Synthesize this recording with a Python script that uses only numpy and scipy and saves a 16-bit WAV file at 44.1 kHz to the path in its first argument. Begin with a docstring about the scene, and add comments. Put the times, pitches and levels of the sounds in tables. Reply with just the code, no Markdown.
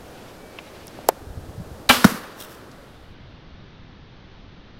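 """A crossbow fires from a wooden deck in snowy woods: the string snaps forward and the limbs rattle. 0.15 s
later the bolt cracks into a target with a deep thump. Both blows clip and scatter among the trees, and a dry
patter follows. Sleeve rubs, handling ticks, the safety's click and soft bumps lead up to the shot; one faint
tick comes after it. Behind it all are one faint, far whistle and an outdoor hush that turns duller after the
hit."""
import sys
import numpy as np
from scipy import signal
from scipy.fft import rfft, irfft, next_fast_len
from scipy.io import wavfile
from scipy.ndimage import map_coordinates

SR = 44100
rng = np.random.default_rng(int(sys.argv[2]) if len(sys.argv) > 2 else 0)


def dump_mix(stems):
    """Bounce the given channels to the path in sys.argv[1] as a 16-bit WAV at rate SR."""
    frames = np.atleast_2d(stems).T  # one column per channel
    limited = np.clip(frames, -1, 1)  # hard clip at full scale
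    pcm = np.round(limited * 32767).astype(np.int16)
    wavfile.write(sys.argv[1], SR, pcm)


N = 211249
T = np.arange(N) / SR


def amp(db):
    """Decibels to gain."""
    return 10 ** (np.asarray(db) / 20)


def filtered(x, gain):
    """EQ x with a gain that depends on frequency."""
    size = next_fast_len(N + 8192)
    return irfft(rfft(x, size) * gain(np.fft.rfftfreq(size, 1 / SR)), size)[:N]


def noise(colour):
    """Noise of rms 1, shaped by a colour of (frequency [Hz], relative level [dB]) points."""
    hz, db = np.transpose(colour)
    x = filtered(rng.standard_normal(N), lambda f: amp(np.interp(np.log(f + 1), np.log(hz), db)))
    return x / x.std()


def wobble(rate):
    """Smooth random modulation, rate knots a second."""
    return map_coordinates(rng.standard_normal(int(T[-1] * rate) + 4), [T * rate])


def decay(s, t60, rise):
    """A percussive envelope that opens at s and falls 60 dB in t60 seconds."""
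    age = np.maximum(T - s, 0)
    return (1 - np.exp(-age / rise)) * amp(-np.minimum(60 * age / t60, 300))


def swell(s, attack, hold, release):
    """An envelope that is full from s for hold seconds; attack and release are seconds per 20 dB."""
    early, late = np.maximum(s - T, 0), np.maximum(T - s - hold, 0)
    return amp(-20 * np.minimum(early / attack + late / release, 10))


def ring(s, modes, scatter_db, rise):
    """Damped modes struck at s, each at a slightly random level."""
    t = np.arange(SR // 2) / SR
    tone = sum(amp(db + scatter_db * rng.normal()) * 1000 ** (-t / t60) * np.sin(2 * np.pi * hz * t)
               for hz, db, t60 in modes)
    return np.pad(tone * (1 - np.exp(-t / rise)), (round(s * SR), N))[:N]


# colours of the string's whip and of its cracks: (frequency [Hz], level [dB])
WHIP_COLOUR = [(60, -13), (200, -13.5), (500, -24.5), (900, -7), (1500, -9.5), (2200, -7.5), (3400, 0.5),
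               (4050, -1), (5200, -12), (9000, -15.5), (13000, -16.5), (16000, -22.5)]
CRACK_COLOUR = [(100, -19), (300, -13), (850, 2), (1500, -1), (2500, -2), (4000, -14), (6000, -20.5),
                (12000, -23.5), (16000, -26)]
# string, cams and limbs strike in turn: (time [s], level [dB], t60 [s])
STRIKES = [(1.8969, -1.5, .013), (1.9003, -10.5, 0.0225), (1.905, -4.5, 0.02), (1.9098, -5.5, .014),
           (1.9227, -22, 0.027)]
# the frame's ring and the two limbs beating against each other: (frequency [Hz], level [dB], t60 [s])
FRAME_MODES = [(443, -14.5, .25), (552, -19, 0.37), (700, -14.5, 0.083), (840, -4.5, .085),
               (1342, 1, 0.073), (1597, -5, .13), (1758, -10, 0.088), (2003, -20, .2), (2200, -9.5, .08),
               (2330, -5.5, 0.0988), (2650, -12.5, .1), (2820, -12, .2), (3000, -11, .2), (3220, -14, 0.11),
               (3340, -13.5, 0.169), (3503, -13.5, .14), (3940, -11, 0.14), (4240, -15, .15),
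               (4850, -22, 0.16)]
LIMB_MODES = [(241, -20, 0.31), (251.2, -19.5, .3), (215, -12, 0.045)]
# the bow kicks, then settles on the railing: (time [s], level [dB], pitch [Hz])
KICKS = [(1.893, -22.5, 79.6), (1.972, -27.5, 100)]


def crossbow():
    """The string whips along the rail, then hits its stops and sets the frame and limbs ringing."""
    whip = amp(-5.5) * noise(WHIP_COLOUR) * decay(1.8903, t60=.063, rise=.0018)
    cracks = noise(CRACK_COLOUR) * sum(amp(db) * decay(s, t60, rise=.000297) for s, db, t60 in STRIKES)
    frame = amp(-7.5) * ring(1.8967, FRAME_MODES, scatter_db=1, rise=.00084)
    limbs = ring(1.9, LIMB_MODES, scatter_db=1, rise=.0033)
    kicks = sum(ring(s, [(hz, db, .09)], scatter_db=.5, rise=.004) for s, db, hz in KICKS)
    # cables and fittings buzz in rapid, uneven flecks
    buzz = noise([(1000, -24.5), (3000, -4.5), (6000, -1.5), (9000, -2), (13000, 3.5), (16000, -9)])
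    buzz *= amp(-23.5 + 3 * wobble(600)) * decay(1.897, t60=.199, rise=.003)
    return whip + cracks + frame + limbs + kicks + buzz


def thump(s, start_hz=270, end_hz=170, sag_s=.0086, peak_s=.0059):
    """The target's face swells into motion and sinks in pitch as it stops the bolt."""
    age = np.maximum(T - s, 0)
    cycles = end_hz * age + (start_hz - end_hz) * sag_s * (1 - np.exp(-age / sag_s))
    progress = np.minimum(age / peak_s, 20)
    envelope = (progress * np.exp(1 - progress)) ** 3
    return -np.cos(2 * np.pi * cycles) * envelope


# the bite of the point going in: (frequency [Hz], level [dB])
PIERCE_COLOUR = [(30, -25), (100, -9), (350, -6), (520, 0.5), (800, -6), (1450, 4.5), (2400, -14),
                 (5400, -11), (8500, -19.5), (13000, -19), (16000, -25)]
# the ring of the target's face: (frequency [Hz], level [dB], t60 [s])
FACE_MODES = [(492, -14.5, 0.063), (1086, -13, 0.045), (1397, -12, 0.051), (1710, -13, .035),
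              (3800, -16.5, 0.028), (4280, -19, 0.028), (5440, -13, 0.017)]
# the thump and its two returns from the woods: (time [s], level [dB])
THUMPS = [(2.0458, 2.5), (2.117, -21.5), (2.142, -24.5)]


def bolt_hit():
    """The point cracks through the face and the shaft grinds in: a deep thump, a lower push beneath it."""
    point = amp(-3.5) * decay(2.0437, t60=.017, rise=.00022)
    shaft = amp(-3) * decay(2.0485, t60=.021, rise=.0006)
    face = ring(2.0437, FACE_MODES, scatter_db=1, rise=.00037)
    thumps = sum(amp(db) * thump(s) for s, db in THUMPS)
    low_push = amp(-15) * thump(2.048, start_hz=130, end_hz=113, peak_s=.0085)
    return noise(PIERCE_COLOUR) * (point + shaft) + face + thumps + low_push


# colours of the shot's tail, the hit's tail and the far wash: (frequency [Hz], level [dB])
SHOT_TAIL = [(80, -14), (250, -7.5), (350, -7), (540, 1), (700, -5.5), (1150, 1), (2100, -6), (3000, -4.5),
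             (4500, -6), (7000, -13.5), (12500, -13.5), (16000, -21)]
HIT_TAIL = [(30, -28), (80, -15), (220, 8.5), (380, -3.5), (520, 2), (800, -4), (1150, 1), (1700, -0.5),
            (2500, -9.5), (5000, -10), (8000, -15), (12500, -11.5), (16000, -19)]
FAR_WASH = [(30, -30), (100, -12), (250, 0.5), (480, -5), (700, -10), (1150, 0.5), (1650, -3),
            (2300, -12.5), (4500, -16), (8000, -32), (16000, -36.5)]


def forest_echo():
    """Near trunks scatter each blow quickly; the far forest returns a long, dull wash."""
    shot = amp(-16) * noise(SHOT_TAIL) * decay(1.905, t60=.53, rise=.008)
    hit = amp(-21.5) * noise(HIT_TAIL) * decay(2.052, t60=.43, rise=.0085)
    far = amp(-33.5) * noise(FAR_WASH) * decay(1.954, t60=2.38, rise=.055)
    return (shot + hit + far) * amp(.93 * wobble(70))


# the safety's bright transient: (frequency [Hz], level [dB])
SAFETY_COLOUR = [(1000, -22), (3000, -10), (5500, -5), (8500, -6.5), (11500, 1), (16000, -8.5)]
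# the ping of the steel catch and the knock of the stock: (frequency [Hz], level [dB], t60 [s])
CATCH_MODES = [(3084, -13.5, 0.0072), (4720, -8, .005), (5310, -8.5, 0.00605), (7860, -6, 0.0046),
               (11480, -2, 0.00419), (12800, -7, .004)]
STOCK_MODES = [(677, 5.5, 0.0073), (450, -6, .012), (873, -16, .035), (528, -21.5, 0.053),
               (1207, -19, 0.031), (1750, -24.5, .02)]


def safety(low_cut_hz=370):
    """A bright steel tick, and a hollow knock of the stock as the catch lands."""
    tick = amp(-4) * noise(SAFETY_COLOUR) * decay(1.088, t60=.007, rise=.00052)
    catch = ring(1.088, CATCH_MODES, scatter_db=2.5, rise=.00036)
    knock = amp(3) * ring(1.0888, STOCK_MODES, scatter_db=1.5, rise=.00052)
    # the slim stock radiates almost no bass
    knock = signal.sosfilt(signal.butter(4, low_cut_hz, "highpass", fs=SR, output="sos"), knock)
    chatter = noise([(150, -25), (450, -.5), (1100, -2), (2500, -12.5), (6000, -28), (16000, -45)])
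    chatter *= amp(-21) * decay(1.091, t60=.04, rise=.00091)
    return tick + catch + knock + chatter


# small handling ticks: (time [s], level [dB], pitch [Hz], t60 [s], grit share [0-1])
HANDLING_TICKS = [(0.5872, -17, 2600, 0.0073, 0.31), (.5893, -30.5, 2320, .035, 0.62),
                  (0.589, -32, 1110, .015, 0.2), (0.8696, -29, 11000, 0.0099, 0.83),
                  (0.8802, -24.5, 5600, 0.007, 0.55), (0.9892, -19, 650, .008, 0.1),
                  (1.0849, -24, 12000, 0.011, .8), (1.0918, -14, 12000, .004, 0.62),
                  (2.715, -46, 5000, .03, 1)]


def handling():
    """Tiny contacts: one short mode each, with grit around its pitch."""
    ticks = np.zeros(N)
    for s, db, hz, t60, share in HANDLING_TICKS:
        grit = noise([(hz / 10, -30), (hz / 2, -10), (hz, 0), (hz * 2, -16), (hz * 10, -70)])
        grit *= decay(s, t60, rise=.0003)
        ping = ring(s, [(hz, 3, t60)], scatter_db=2, rise=.00035)
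        ticks += amp(db) * ((1 - share) * ping + share * grit)
    return ticks


# soft low bumps: (time [s], level [dB], pitch [Hz])
AIM_BUMPS = [(1.221, -26, 65), (1.269, -25, 80), (1.302, -26, 60), (1.372, -18, 86), (1.432, -26, 105),
             (1.487, -24, 95), (1.578, -15, 110), (1.598, -18, 167), (1.612, -22, 80), (1.672, -25, 80),
             (1.714, -21, 75)]


def aiming():
    """Close, soft bumping over an uneven rumble while the aim settles."""
    settling = amp(-44.5 + 2.5 * wobble(18)) * swell(1.3, attack=.22, hold=.43, release=.2)
    rumble = noise([(20, -9.5), (50, -2.5), (90, .5), (140, -7), (260, -17), (600, -50.5), (2000, -90.5)])
    bumps = sum(ring(s, [(hz, db, .055)], scatter_db=2, rise=.0035) for s, db, hz in AIM_BUMPS)
    return settling * rumble + bumps


# dry patters: (time [s], level [dB], hold [s])
DEBRIS_FALLS = [(2.401, -38.5, .016), (2.502, -54, .045)]
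# their crisp colour: (frequency [Hz], level [dB])
DEBRIS_COLOUR = [(1200, -26.5), (2200, -13), (2900, -1), (3800, -3.5), (4700, -13), (5450, -1.5),
                 (6200, -8.5), (10000, -9), (14000, -5.5), (16000, -10)]


def patter():
    """A brief dry patter after the hit, like snow or leaves shaken loose, and a weaker one behind it."""
    falls = sum(amp(db) * swell(s, attack=.032, hold=hold, release=.085) for s, db, hold in DEBRIS_FALLS)
    return falls * amp(2.4 * wobble(220)) * noise(DEBRIS_COLOUR)


# faint rubs of a jacket sleeve: (time [s], level [dB], hold [s])
SLEEVE_RUBS = [(.13, -53.5, .17), (.56, -55.5, .1), (.76, -52.5, 0.28)]


def sleeve():
    """Cloth rubs in a few soft strokes before the safety clicks."""
    cloth = noise([(100, -25.5), (300, -17.5), (800, 1.5), (2500, 4.5), (5500, -4.5), (8000, -18),
                   (16000, -27.5)])
    strokes = sum(amp(db) * swell(s, attack=.3, hold=hold, release=.12) for s, db, hold in SLEEVE_RUBS)
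    return strokes * amp(1.8 * wobble(40)) * cloth


def whistle(s=.44, pitch_hz=2292, sag_hz_per_s=60, level_db=-55):
    """One thin, far whistle swells and fades as its pitch sags a little."""
    hz = pitch_hz - sag_hz_per_s * (T - s)
    tone = np.sin(2 * np.pi * np.cumsum(hz) / SR)
    return amp(level_db) * swell(s, attack=.16, hold=.04, release=.25) * tone


# the brighter and the duller ambience bed: (frequency [Hz], level [dB])
BRIGHT_HUSH = [(20, 0), (80, -1), (250, 0), (550, 0), (750, -4.5), (1000, -9.5), (1600, -12), (2200, -20),
               (4500, -21.5), (7000, -26), (12500, -27.5), (16000, -34)]
DULL_HUSH = [(20, 1.5), (60, 0.5), (170, -2.5), (400, -12.5), (800, -17.5), (1600, -20), (2500, -23.5),
             (3600, -22), (5000, -31.5), (6200, -39.5), (7200, -58), (9000, -100)]


def hush(fade_start_s=2.13, fade_length_s=1.02):
    """The hush of the woods crossfades into a duller one after the hit."""
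    fade = np.clip((T - fade_start_s) / fade_length_s, 0, 1)
    bright = (1 - fade) ** .58 * amp(-42.5 + .5 * wobble(6.3)) * noise(BRIGHT_HUSH)
    dull = fade ** 1.1 * amp(-44.5 + .38 * wobble(4.93)) * noise(DULL_HUSH)
    return bright + dull


def scene():
    """The action and the quiet layers around it, mixed to mono."""
    action = handling() + safety() + crossbow() + bolt_hit() + forest_echo() + patter()
    return (action + aiming() + hush() + sleeve() + whistle())[None]


def record(dry, high_cut_hz=15850):
    """The loudest peaks overload and clip at full scale; a steep high cut follows."""
    clipped = np.clip(dry[0], -1, 1)
    return filtered(clipped, lambda hz: 1 / np.sqrt(1 + (hz / high_cut_hz) ** 240))[None]


dry = scene()
out = record(dry)
dump_mix(out)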